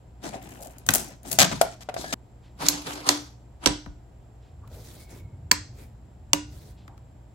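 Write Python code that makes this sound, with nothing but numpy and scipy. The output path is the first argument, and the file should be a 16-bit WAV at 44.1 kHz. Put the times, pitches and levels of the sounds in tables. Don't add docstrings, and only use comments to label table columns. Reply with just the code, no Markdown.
import sys
import numpy as np
from scipy import signal
from scipy.io import wavfile
from scipy.ndimage import uniform_filter1d

SR = 44100
rng = np.random.default_rng(int(sys.argv[2]) if len(sys.argv) > 2 else 0)


def log_audio(samples):
    frames = np.atleast_2d(samples).T
    limited = np.clip(frames, -1, 1)
    pcm = np.round(limited * 32767).astype(np.int16)
    wavfile.write(sys.argv[1], SR, pcm)


N = 323694
TIME = np.arange(N) / SR
CENTRES = np.geomspace(32, 15000, 27)
BANK = [signal.butter(2, [hz / 1.13, hz * 1.13], "band", fs=SR, output="sos") for hz in CENTRES]


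def paper():
    drag = paper_drag()
    return np.array([panned(drag, 3.8), drag / 2]) + paper_blows()


# (start [s], length [s], body [dB], hiss relative to body [dB])
PAPER_PULLS = [(.243, 0.048, -35.5, -6), (.335, 0.032, -37, -11), (.42, 0.72, -45, -12),
               (.98, 0.15, -43, -10), (1.255, 0.09, -44, -7), (1.47, 0.27, -41.5, -3.5),
               (1.98, 0.13, -41.5, 1.5)]
# (rise [dB/s], sag while it lasts [dB/s], release [dB/s])
PAPER_SHAPE = (940, 31, 360)
# (frequency [Hz], relative density [dB per Hz])
PAPER_COLOUR = [(71, -36.5), (120, 1), (283, 5), (472, -5), (711, 1), (1100, -10.5), (1500, -9),
                (3000, -13), (8270, -16), (15900, -36)]
# (start [s], length [s], level [dB], centre [Hz], width [octaves])
SHEET_DRONES = [(.34, 0.014, -38.5, 680, 0.48), (.6, 0.064, -44.5, 648, 0.48)]


def paper_drag():
    rustle = friction(PAPER_PULLS, PAPER_SHAPE, PAPER_COLOUR,
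                      slips_per_s=700, spread_db=3, slip_s=0.0022, smooth=0.8)
    return rustle + crackle() + resonant_rubs(SHEET_DRONES) + squeak()


# (start [s], length [s], level [dB])
FIBRE_RUNS = [(0.428, 0.2, -52.5), (0.624, .014, -44), (0.65, .01, -48), (0.948, 0.06, -35),
              (1.268, 0.14, -44.5)]
FIBRES_PER_S, FIBRE_SPREAD_DB, FIBRE_DECAY_S = 400, 4, .0009
FIBRE_HZ, FIBRE_Q = (7900, 11900), 2.5


def crackle():
    sizes = from_db(FIBRE_SPREAD_DB * np.minimum(rng.exponential(1, N), 2))
    breaks = (rng.random(N) < FIBRES_PER_S / SR) * sizes
    envelope = signal.lfilter([1], [1, -np.exp(-1 / (FIBRE_DECAY_S * SR))], breaks + 1e-18)
    ticks = envelope * rng.standard_normal((2, N))
    bright = sum(signal.lfilter(*signal.iirpeak(hz, FIBRE_Q, fs=SR), ticks) / (k + 1)
                 for k, hz in enumerate(FIBRE_HZ))
    return rms_one(bright) * loudest_stroke(FIBRE_RUNS, RUB_SHAPE)


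SQUEAK_S, SQUEAK_LENGTH_S, SQUEAK_DB = 2.046, 0.068, -43
SQUEAK_HZ, SQUEAK_RISE_HZ_PER_S, SQUEAK_WOBBLE_HZ = 1610, 2300, 75


def squeak():
    wobble = rms_one(uniform_filter1d(rng.standard_normal(N), size=60))
    rise = SQUEAK_RISE_HZ_PER_S * np.clip(TIME - SQUEAK_S, 0, SQUEAK_LENGTH_S)
    hz = SQUEAK_HZ + rise + SQUEAK_WOBBLE_HZ * wobble
    tone = np.sqrt(2) * np.sin(2 * np.pi * np.cumsum(hz) / SR)
    return from_db(SQUEAK_DB) * stroke(SQUEAK_S, SQUEAK_LENGTH_S, PAPER_SHAPE) * tone


# (time [s], level before the gains below [dB], contact [s], brightness [dB per octave])
PAPER_SNAPS = [(.8882, -3.5, 0.0003, 0.36)]
PAPER_TICKS = [(.783, -33.5, 0.00086, 1.2), (.864, -22.5, .003, 0), (.9052, -13, 0.0014, 0.48),
               (.9368, -3, 0.0029, 0.54), (.9497, -6, 0.0004, 1.3), (.9562, -7.5, 0.00034, 0.57),
               (.995, -21.5, .001, 1.5), (1.231, -39.5, 0.0011, 1.3), (1.314, -11.5, 0.0052, 0),
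               (1.327, -11.5, .0038, .4)]
PAPER_POPS = [(1.6131, -2.5, 0.00059, 6.5), (1.635, -31, 0.0017, -8), (1.888, -21, 0.0022, -2),
              (1.8945, -23.5, 0.0024, -2.5), (1.941, -24.5, 0.003, 4.5), (1.9645, -19.5, 0.0023, -3.5),
              (2.042, -24.5, 0.0054, 2)]
PAPER_RASPS = [(1.3865, -7, 0.046, 0.8), (1.442, -16.5, 0.0093, -0.4), (1.514, -20.5, 0.019, -3),
               (1.807, -38, 0.027, 1), (2.126, -19, 0.012, -0.5)]
# (frequency [Hz], relative density [dB per Hz])
SNAP_COLOUR = [(94, -28.5), (160, 2), (270, -1.5), (419, -13), (700, -4), (2610, -6), (7510, -7.5),
               (10000, -30.5), (11900, -17), (15900, -38)]
TICK_COLOUR = [(88, -24), (150, -1.5), (900, -17), (3470, -15.5), (8520, -6), (15900, -16)]
POP_COLOUR = [(100, -14), (400, -14), (1100, -3), (2000, -4), (7400, -17), (11800, -24.5), (16000, -67)]
# (frequency [Hz], relative level [dB], t60 [s])
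SHEET_MODES = [(662, -1, .021), (1400, -15, .018)]
# (frequency [Hz], relative level [dB], t60 [s])
SNAP_CLACK = [(1500, -3.5, 0.018), (2550, -8.5, 0.031)]


def paper_blows():
    snaps = blows(PAPER_SNAPS, SNAP_COLOUR, SHEET_MODES, decay_s=0.0025,
                  gain_db=15, ring_db=-11, room_db=1.5, pan_db=4, clack=SNAP_CLACK)
    ticks = blows(PAPER_TICKS, TICK_COLOUR, SHEET_MODES, decay_s=0.0013,
                  gain_db=11, ring_db=-16.5, room_db=7, pan_db=7)
    pops = blows(PAPER_POPS, POP_COLOUR, SHEET_MODES, decay_s=0.0041,
                 gain_db=9.5, ring_db=4.5, room_db=0.5, pan_db=3.5)
    rasps = blows(PAPER_RASPS + rip(count=7), SNAP_COLOUR, SHEET_MODES, decay_s=0.0013,
                  gain_db=22.5, ring_db=0, room_db=1, pan_db=3)
    return snaps + ticks + pops + rasps


RIP_S, RIP_GAP_S, RIP_JITTER_S, RIP_CONTACT_S = 1.3885, .0069, .0008, .0005
RIP_DB, RIP_SPREAD_DB = -13, 5
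RIP_TILT_DB, RIP_DULLING_DB = 4, .6


def rip(count):
    rows = []
    for k, (shift, strength) in enumerate(rng.uniform(-1, 1, (count, 2))):
        s = RIP_S + k * RIP_GAP_S + RIP_JITTER_S * shift
        level_db = RIP_DB + RIP_SPREAD_DB * strength
        rows.append((s, level_db, RIP_CONTACT_S, RIP_TILT_DB - k * RIP_DULLING_DB))
    return rows


def action():
    slide = bolt_slide()
    return np.array([slide, slide / 2]) + action_blows()


# (start [s], length [s], body before resonances [dB], hiss relative to body [dB])
BOLT_STROKES = [(2.615, 0.033, -31, -3.5), (2.65, 0.14, -34, -0.5), (2.865, 0.24, -36, -3),
                (3.075, 0.04, -29, -1.5), (3.64, 0.02, -38.5, -7)]
# (rise [dB/s], sag while it lasts [dB/s], release [dB/s])
BOLT_SHAPE = (830, 51, 167)
# (frequency [Hz], relative density [dB per Hz])
STEEL_COLOUR = [(88, -34), (150, 0.5), (217, -20.5), (291, -4.5), (414, -10.5), (788, -4.5), (1790, -12),
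                (4650, -16), (13500, -28), (15900, -47.5)]
# (start [s], length [s], level [dB], centre [Hz], width [octaves])
BOLT_BINDS = [(3.055, .035, -34.5, 1053, .5)]
STOCK_HZ, STOCK_Q = 300, 5


def bolt_slide():
    scrape = friction(BOLT_STROKES, BOLT_SHAPE, STEEL_COLOUR,
                      slips_per_s=1400, spread_db=5, slip_s=0.0045, smooth=0.43)
    drone = from_db(2) * signal.lfilter(*signal.iirpeak(STOCK_HZ, STOCK_Q, fs=SR), scrape)
    body = scrape + drone
    barrel = from_db(-22.5) * energy_one(ringing(RIFLE_MODES))
    singing = signal.fftconvolve(body, barrel, axes=-1)[:, :N]
    return body + singing + resonant_rubs(BOLT_BINDS)


# (time [s], level before the gains below [dB], contact [s], brightness [dB per octave])
BOLT_STOPS = [(2.664, -15, 0.0046, -2.5), (2.6851, -0.5, 0.00026, 4), (2.866, -35.5, 0.004, 7.5),
              (2.932, -29.5, 0.0063, 5), (3.074, -27.5, .006, -3.5), (3.0893, 0, 0.0013, -2.5)]
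BOLT_LOCKS = [(3.6592, -5.5, 0.002, 0.65), (3.6712, -13, 0.0034, 0.015)]
SAFETY_ON = [(5.5125, -8.5, .001, 0.3), (5.5143, 2.5, 0.0004, 1)]
SAFETY_OFF = [(6.3322, 2.64, 0.0011, -.3)]
HAND_TAPS = [(3.8605, -16.5, 0.002, 3), (4.675, -41, 0.0024, 9.5), (6.878, -29.5, 0.0022, 5.5),
             (6.977, -41.5, 0.0023, 8)]
# (frequency [Hz], relative density [dB per Hz])
STOP_COLOUR = [(150, -48), (547, -10), (2790, -2), (6850, 7.5), (10000, -12), (13000, -4), (15900, -28.5)]
LOCK_COLOUR = [(47, -36), (80, 5.5), (900, 6.5), (1900, 0.5), (3940, 5), (7300, 2), (10900, -11),
               (15900, -44)]
LEVER_COLOUR = [(88, -58.5), (150, -4.5), (380, -18), (560, -11), (1500, -8.5), (3000, -8), (7300, -4.5),
                (9500, -21.5), (15900, -16)]
TAP_COLOUR = [(50, 17.5), (169, 3), (422, -15.5), (1200, -17.5), (2700, -37), (15000, -68)]
# (frequency [Hz], relative level [dB], t60 [s])
RIFLE_MODES = [(297.7, -2, 0.32), (392, -18.5, 0.17), (555, -10, 0.11), (974, -12, 0.17),
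               (1460, -20.5, 0.37), (3950, -21.5, 0.13), (5750, -25.5, 0.31), (7300, -28.5, 0.3)]
# (frequency [Hz], relative level [dB], t60 [s])
STOP_CLACK = [(1130, -20, .02), (4540, -6.5, .012), (5510, -10.5, .012)]
LOCK_CLACK = [(1320, -10, 0.014), (3100, 1, 0.007), (5580, -6.5, 0.036)]
SAFETY_ON_CLACK = [(986, -23, 0.09), (1508, -4, 0.0089), (1803, -8, 0.012), (2270, -10.5, 0.026),
                   (4500, -9.5, 0.025), (7900, -32, 0.015)]
SAFETY_OFF_CLACK = [(980, -16, 0.038), (2820, -3.5, 0.011), (5830, -3, 0.0098), (6150, -39.5, .2)]


def action_blows():
    stops = blows(BOLT_STOPS, STOP_COLOUR, RIFLE_MODES, decay_s=0.0022,
                  gain_db=15, ring_db=-35.5, room_db=2.5, pan_db=-2, clack=STOP_CLACK)
    locks = blows(BOLT_LOCKS, LOCK_COLOUR, RIFLE_MODES, decay_s=0.002,
                  gain_db=18, ring_db=-12.5, room_db=3.5, pan_db=-6, clack=LOCK_CLACK)
    safety_on = blows(SAFETY_ON, LEVER_COLOUR, RIFLE_MODES, decay_s=0.0017,
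                      gain_db=13, ring_db=-32, room_db=-2.5, pan_db=-3.5, clack=SAFETY_ON_CLACK)
    safety_off = blows(SAFETY_OFF, LEVER_COLOUR, RIFLE_MODES, decay_s=0.00051,
                       gain_db=11, ring_db=-24, room_db=-4, pan_db=-2, clack=SAFETY_OFF_CLACK)
    taps = blows(HAND_TAPS, TAP_COLOUR, RIFLE_MODES, decay_s=0.0018,
                 gain_db=10, ring_db=-26, room_db=-0.5, pan_db=2)
    return stops + locks + safety_on + safety_off + taps


# (start [s], length [s], body before a 5.5 dB gain [dB], hiss relative to body [dB])
SKIN_RUBS = [(4.735, 0.1, -61.5, 0), (4.85, 0.18, -59.5, 1), (5.11, 0.065, -56, -5),
             (5.79, 0.041, -57.5, -5), (6.53, 0.17, -63, -1)]
# (frequency [Hz], relative density [dB per Hz])
SKIN_COLOUR = [(100, -8.5), (330, 3), (1100, -13), (2300, -12), (3200, -21), (16000, -28)]
# (start [s], length [s], level [dB], centre [Hz], width [octaves])
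GRIP_RUBS = [(2.44, 0.036, -64.5, 2378, 1.8), (4.43, 0.057, -69, 2673, 1.56),
             (4.64, .012, -56.5, 1110, 0.46), (4.72, 0.074, -50, 484, 0.89), (5.0, .32, -63.5, 2195, 0.075),
             (6.78, 0.04, -65, 3260, 1.01), (6.885, .055, -57.5, 814, .6)]
# (start [s], length [s], level before panning [dB])
PAPER_TUGS = [(.89, 0.007, -30), (1.39, 0.047, -36.5), (1.52, 0.017, -34.5)]
# (start [s], length [s], level [dB])
GRIP_SHIFTS = [(4.65, 0.067, -44.5), (5.25, 0.33, -42), (6.4, 0.17, -44)]
# (rise [dB/s], sag while it lasts [dB/s], release [dB/s])
SKIN_SHAPE = (330, 12, 250)
TUG_SHAPE = (1100, 68, 380)
GRIP_SHAPE = (59, 2.5, 19.6)
THUD_HZ, THUD_DB, THUD_T60_S = 49, -30.5, 0.5


def hands():
    rub = from_db(5.5) * friction(SKIN_RUBS, SKIN_SHAPE, SKIN_COLOUR,
                                  slips_per_s=2800, spread_db=2, slip_s=0.00087, smooth=1.2)
    jolts = panned(rumble(PAPER_TUGS, TUG_SHAPE, low_hz=67.57, high_hz=134), 8.5)
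    shifts = rumble(GRIP_SHIFTS, GRIP_SHAPE, low_hz=53.7, high_hz=116)
    since = np.maximum(TIME - BOLT_LOCKS[-1][0], 0)
    thud = from_db(THUD_DB - 60 * since / THUD_T60_S) * np.sin(2 * np.pi * THUD_HZ * since)
    return rub + resonant_rubs(GRIP_RUBS) + thud + jolts + shifts


def rumble(rows, shape, low_hz, high_hz):
    band = signal.butter(2, [low_hz, high_hz], "band", fs=SR, output="sos")
    noise = signal.sosfilt(band, rng.standard_normal(N))
    return rms_one(noise) * loudest_stroke(rows, shape)


# (frequency [Hz], relative density [dB per Hz])
AIR_COLOUR = [(25, -31), (48, -2), (135, -11), (510, -23.5), (730, -21), (1100, -32.5), (2300, -40.5),
              (7500, -50.5), (16000, -58)]
# (frequency [Hz], level [dB rms])
HUM = [(59.6, -54), (119, -55)]
AIR_DB, HISS_HZ, HISS_DB = -51.5, 7430, -76


def background():
    air = from_db(AIR_DB) * rms_one(coloured(np.ones(N), AIR_COLOUR))
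    hum = sum(from_db(db) * np.sqrt(2) * np.sin(2 * np.pi * (hz * TIME + rng.random())) for hz, db in HUM)
    narrow = signal.butter(2, [HISS_HZ - 170, HISS_HZ + 170], "band", fs=SR, output="sos")
    hiss = from_db(HISS_DB) * rms_one(signal.sosfilt(narrow, rng.standard_normal((2, N))))
    return air + hum + hiss


CLACK_ROOM_DB = -4


def blows(rows, spectrum, modes, decay_s, gain_db, ring_db, room_db, pan_db, clack=()):
    body, clacks = np.zeros((2, N)), np.zeros((2, N))
    t = TIME[:SR // 12]
    for s, level_db, contact_s, tilt_db in rows:
        chatter = np.exp(-np.maximum(t - contact_s, 0) / decay_s)
        add(body, s, from_db(level_db + gain_db) * coloured(chatter, spectrum, tilt_db))
        add(body, s, from_db(level_db + ring_db) * ringing(modes))
        if clack:
            add(clacks, s, from_db(level_db) * clacking(clack, count=3))
    sent = from_db(room_db) * (body + from_db(CLACK_ROOM_DB) * clacks)
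    return np.array([panned(body + clacks, pan_db), sent])


def ringing(modes):
    t, out = TIME[:SR // 3], 0
    for hz, db, t60 in modes:
        phase = rng.normal(0, min((hz / 800) ** 2, 3), (2, 1))
        decay = from_db(db - 60 * np.minimum(t / t60, 4))
        swell = 1 - np.exp(-t / (.02 * t60))
        out = out + decay * swell * np.sin(2 * np.pi * hz * t + phase)
    return out


CLACK_SPREAD = .03


def clacking(modes, count):
    out = 0
    for hz, db, t60 in modes:
        amount = np.linalg.norm(ringing([(hz, db, t60)]), axis=1, keepdims=True)
        cluster = [(hz * (1 + CLACK_SPREAD * rng.normal()), db, t60) for _ in range(count)]
        out = out + amount * energy_one(ringing(cluster))
    return out


def friction(strokes, shape, spectrum, slips_per_s, spread_db, slip_s, smooth):
    first = int(strokes[0][0]) * SR
    last = min(int(strokes[-1][0] + 1.5) * SR, N)
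    count = last - first
    sizes = from_db(spread_db * np.minimum(rng.exponential(1, count), 4))
    slips = (rng.random(count) < slips_per_s / SR) * sizes
    drive = smooth + rms_one(signal.lfilter([1], [1, -np.exp(-1 / (slip_s * SR))], slips))
    ranges = np.zeros((2, 2, count))
    for hz, band in stereo_bands(drive):
        ranges[int(hz > 3000)] += band * wander(count) * from_db(at_hz(spectrum, hz))
    gains = np.zeros((2, N))
    for start_s, length_s, body_db, hiss_db in strokes:
        levels = from_db([[body_db], [body_db + hiss_db]])
        gains = np.maximum(gains, levels * stroke(start_s, length_s, shape))
    out = np.zeros((2, N))
    for gain, part in zip(gains, ranges):
        out[:, first:last] += gain[first:last] * rms_one(part)
    return out


WANDER_DB, WANDER_PER_S = 2.5, 45


def wander(count):
    steps = TIME[:count] * WANDER_PER_S
    gains = from_db(WANDER_DB * rng.standard_normal(int(steps[-1]) + 2))
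    return np.interp(steps, np.arange(len(gains)), gains)


# (rise [dB/s], sag while it lasts [dB/s], release [dB/s])
RUB_SHAPE = (900, 33, 230)


def resonant_rubs(rows):
    white, out = rng.standard_normal(N), 0
    for start_s, length_s, db, hz, octaves in rows:
        half_width = 2 ** (octaves / 2)
        band = signal.butter(2, [hz / half_width, hz * half_width], "band", fs=SR, output="sos")
        resonance = rms_one(signal.sosfilt(band, white))
        out = out + from_db(db) * stroke(start_s, length_s, RUB_SHAPE) * resonance
    return out


def stroke(start_s, length_s, shape):
    rise, sag, release = shape
    since = TIME - start_s
    db = rise * np.minimum(since, 0) - sag * np.clip(since, 0, length_s)
    db = db - release * np.maximum(since - length_s, 0)
    return from_db(np.maximum(db, -200))


def loudest_stroke(rows, shape):
    return np.max([from_db(db) * stroke(s, length_s, shape) for s, length_s, db in rows], axis=0)


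def coloured(drive, spectrum, tilt_db=0):
    out = 0
    for hz, band in stereo_bands(drive):
        density_db = at_hz(spectrum, hz) + tilt_db * np.log2(hz / 3000)
        out = out + energy_one(band) * np.sqrt(hz) * from_db(density_db)
    return energy_one(out)


# (frequency [Hz], correlation [0 to 1])
LIKENESS = [(60, 0.94), (250, .85), (700, 0.34), (1500, 0.28)]


def stereo_bands(drive):
    white = rng.standard_normal((2, 2, len(drive))) * drive + 1e-18
    for k, (hz, sos) in enumerate(zip(CENTRES, BANK)):
        mid, side = white[k % 2]
        alike = np.clip(at_hz(LIKENESS, hz), 0, 1)
        pair = np.sqrt(1 + alike) * mid + np.sqrt(1 - alike) * side * [[1], [-1]]
        yield hz, signal.sosfilt(sos, pair)


def from_db(db):
    return 10 ** (np.asarray(db) / 20)


def rms_one(x):
    return x / np.sqrt(np.mean(x ** 2) + 1e-20)


def energy_one(x):
    return x / np.sqrt(np.sum(x ** 2, axis=-1, keepdims=True) + 1e-20)


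def at_hz(points, hz):
    table = np.array(points)
    return np.interp(np.log(hz), np.log(table[:, 0]), table[:, 1])


def add(track, s, sound):
    start = int(s * SR)
    track[:, start:start + sound.shape[-1]] += sound[:, :N - start]


def panned(x, pan_db):
    return x * from_db(pan_db * np.array([[.5], [-.5]]))


# (frequency [Hz], t60 [s])
ROOM_T60 = [(600, 0.23), (6000, 0.4), (14000, 0.045)]
# (frequency [Hz], echo relative to the sound sent [dB])
ROOM_DB = [(150, -3.5), (600, -6), (2000, -9.5), (6000, -12.5), (10000, -13), (14000, -2.5)]


def room_response():
    t, out = TIME[:SR * 2 // 3], 0
    build_up = 1 - np.exp(-(t / 0.001) ** 2)
    for hz, band in stereo_bands(build_up):
        decaying = energy_one(band * from_db(-60 * t / at_hz(ROOM_T60, hz)))
        out = out + decaying * np.sqrt(hz / (2 * SR)) * from_db(at_hz(ROOM_DB, hz))
    return out


FAR_PORT_LAG = 12


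def in_room(direct, sent, responses):
    left, right = direct
    echoes = sum(signal.fftconvolve(side[None], response, axes=-1)[:, :N]
                 for side, response in zip(sent, responses))
    return np.array([left, np.roll(right, FAR_PORT_LAG)]) + echoes / np.sqrt(2)


PAPER_END_S = 2.143


def scene():
    room = [room_response(), room_response()]
    paper_check = in_room(*paper(), room) * (TIME < PAPER_END_S)
    return paper_check + in_room(*action(), room) + hands() + background()


CUTOFF_HZ = 15900


def record(dry):
    clipped = dry / (1 + dry ** 4) ** .25
    low_pass = signal.ellip(10, .2, 70, CUTOFF_HZ, fs=SR, output="sos")
    return signal.sosfilt(low_pass, clipped)


dry = scene()
out = record(dry)
log_audio(out)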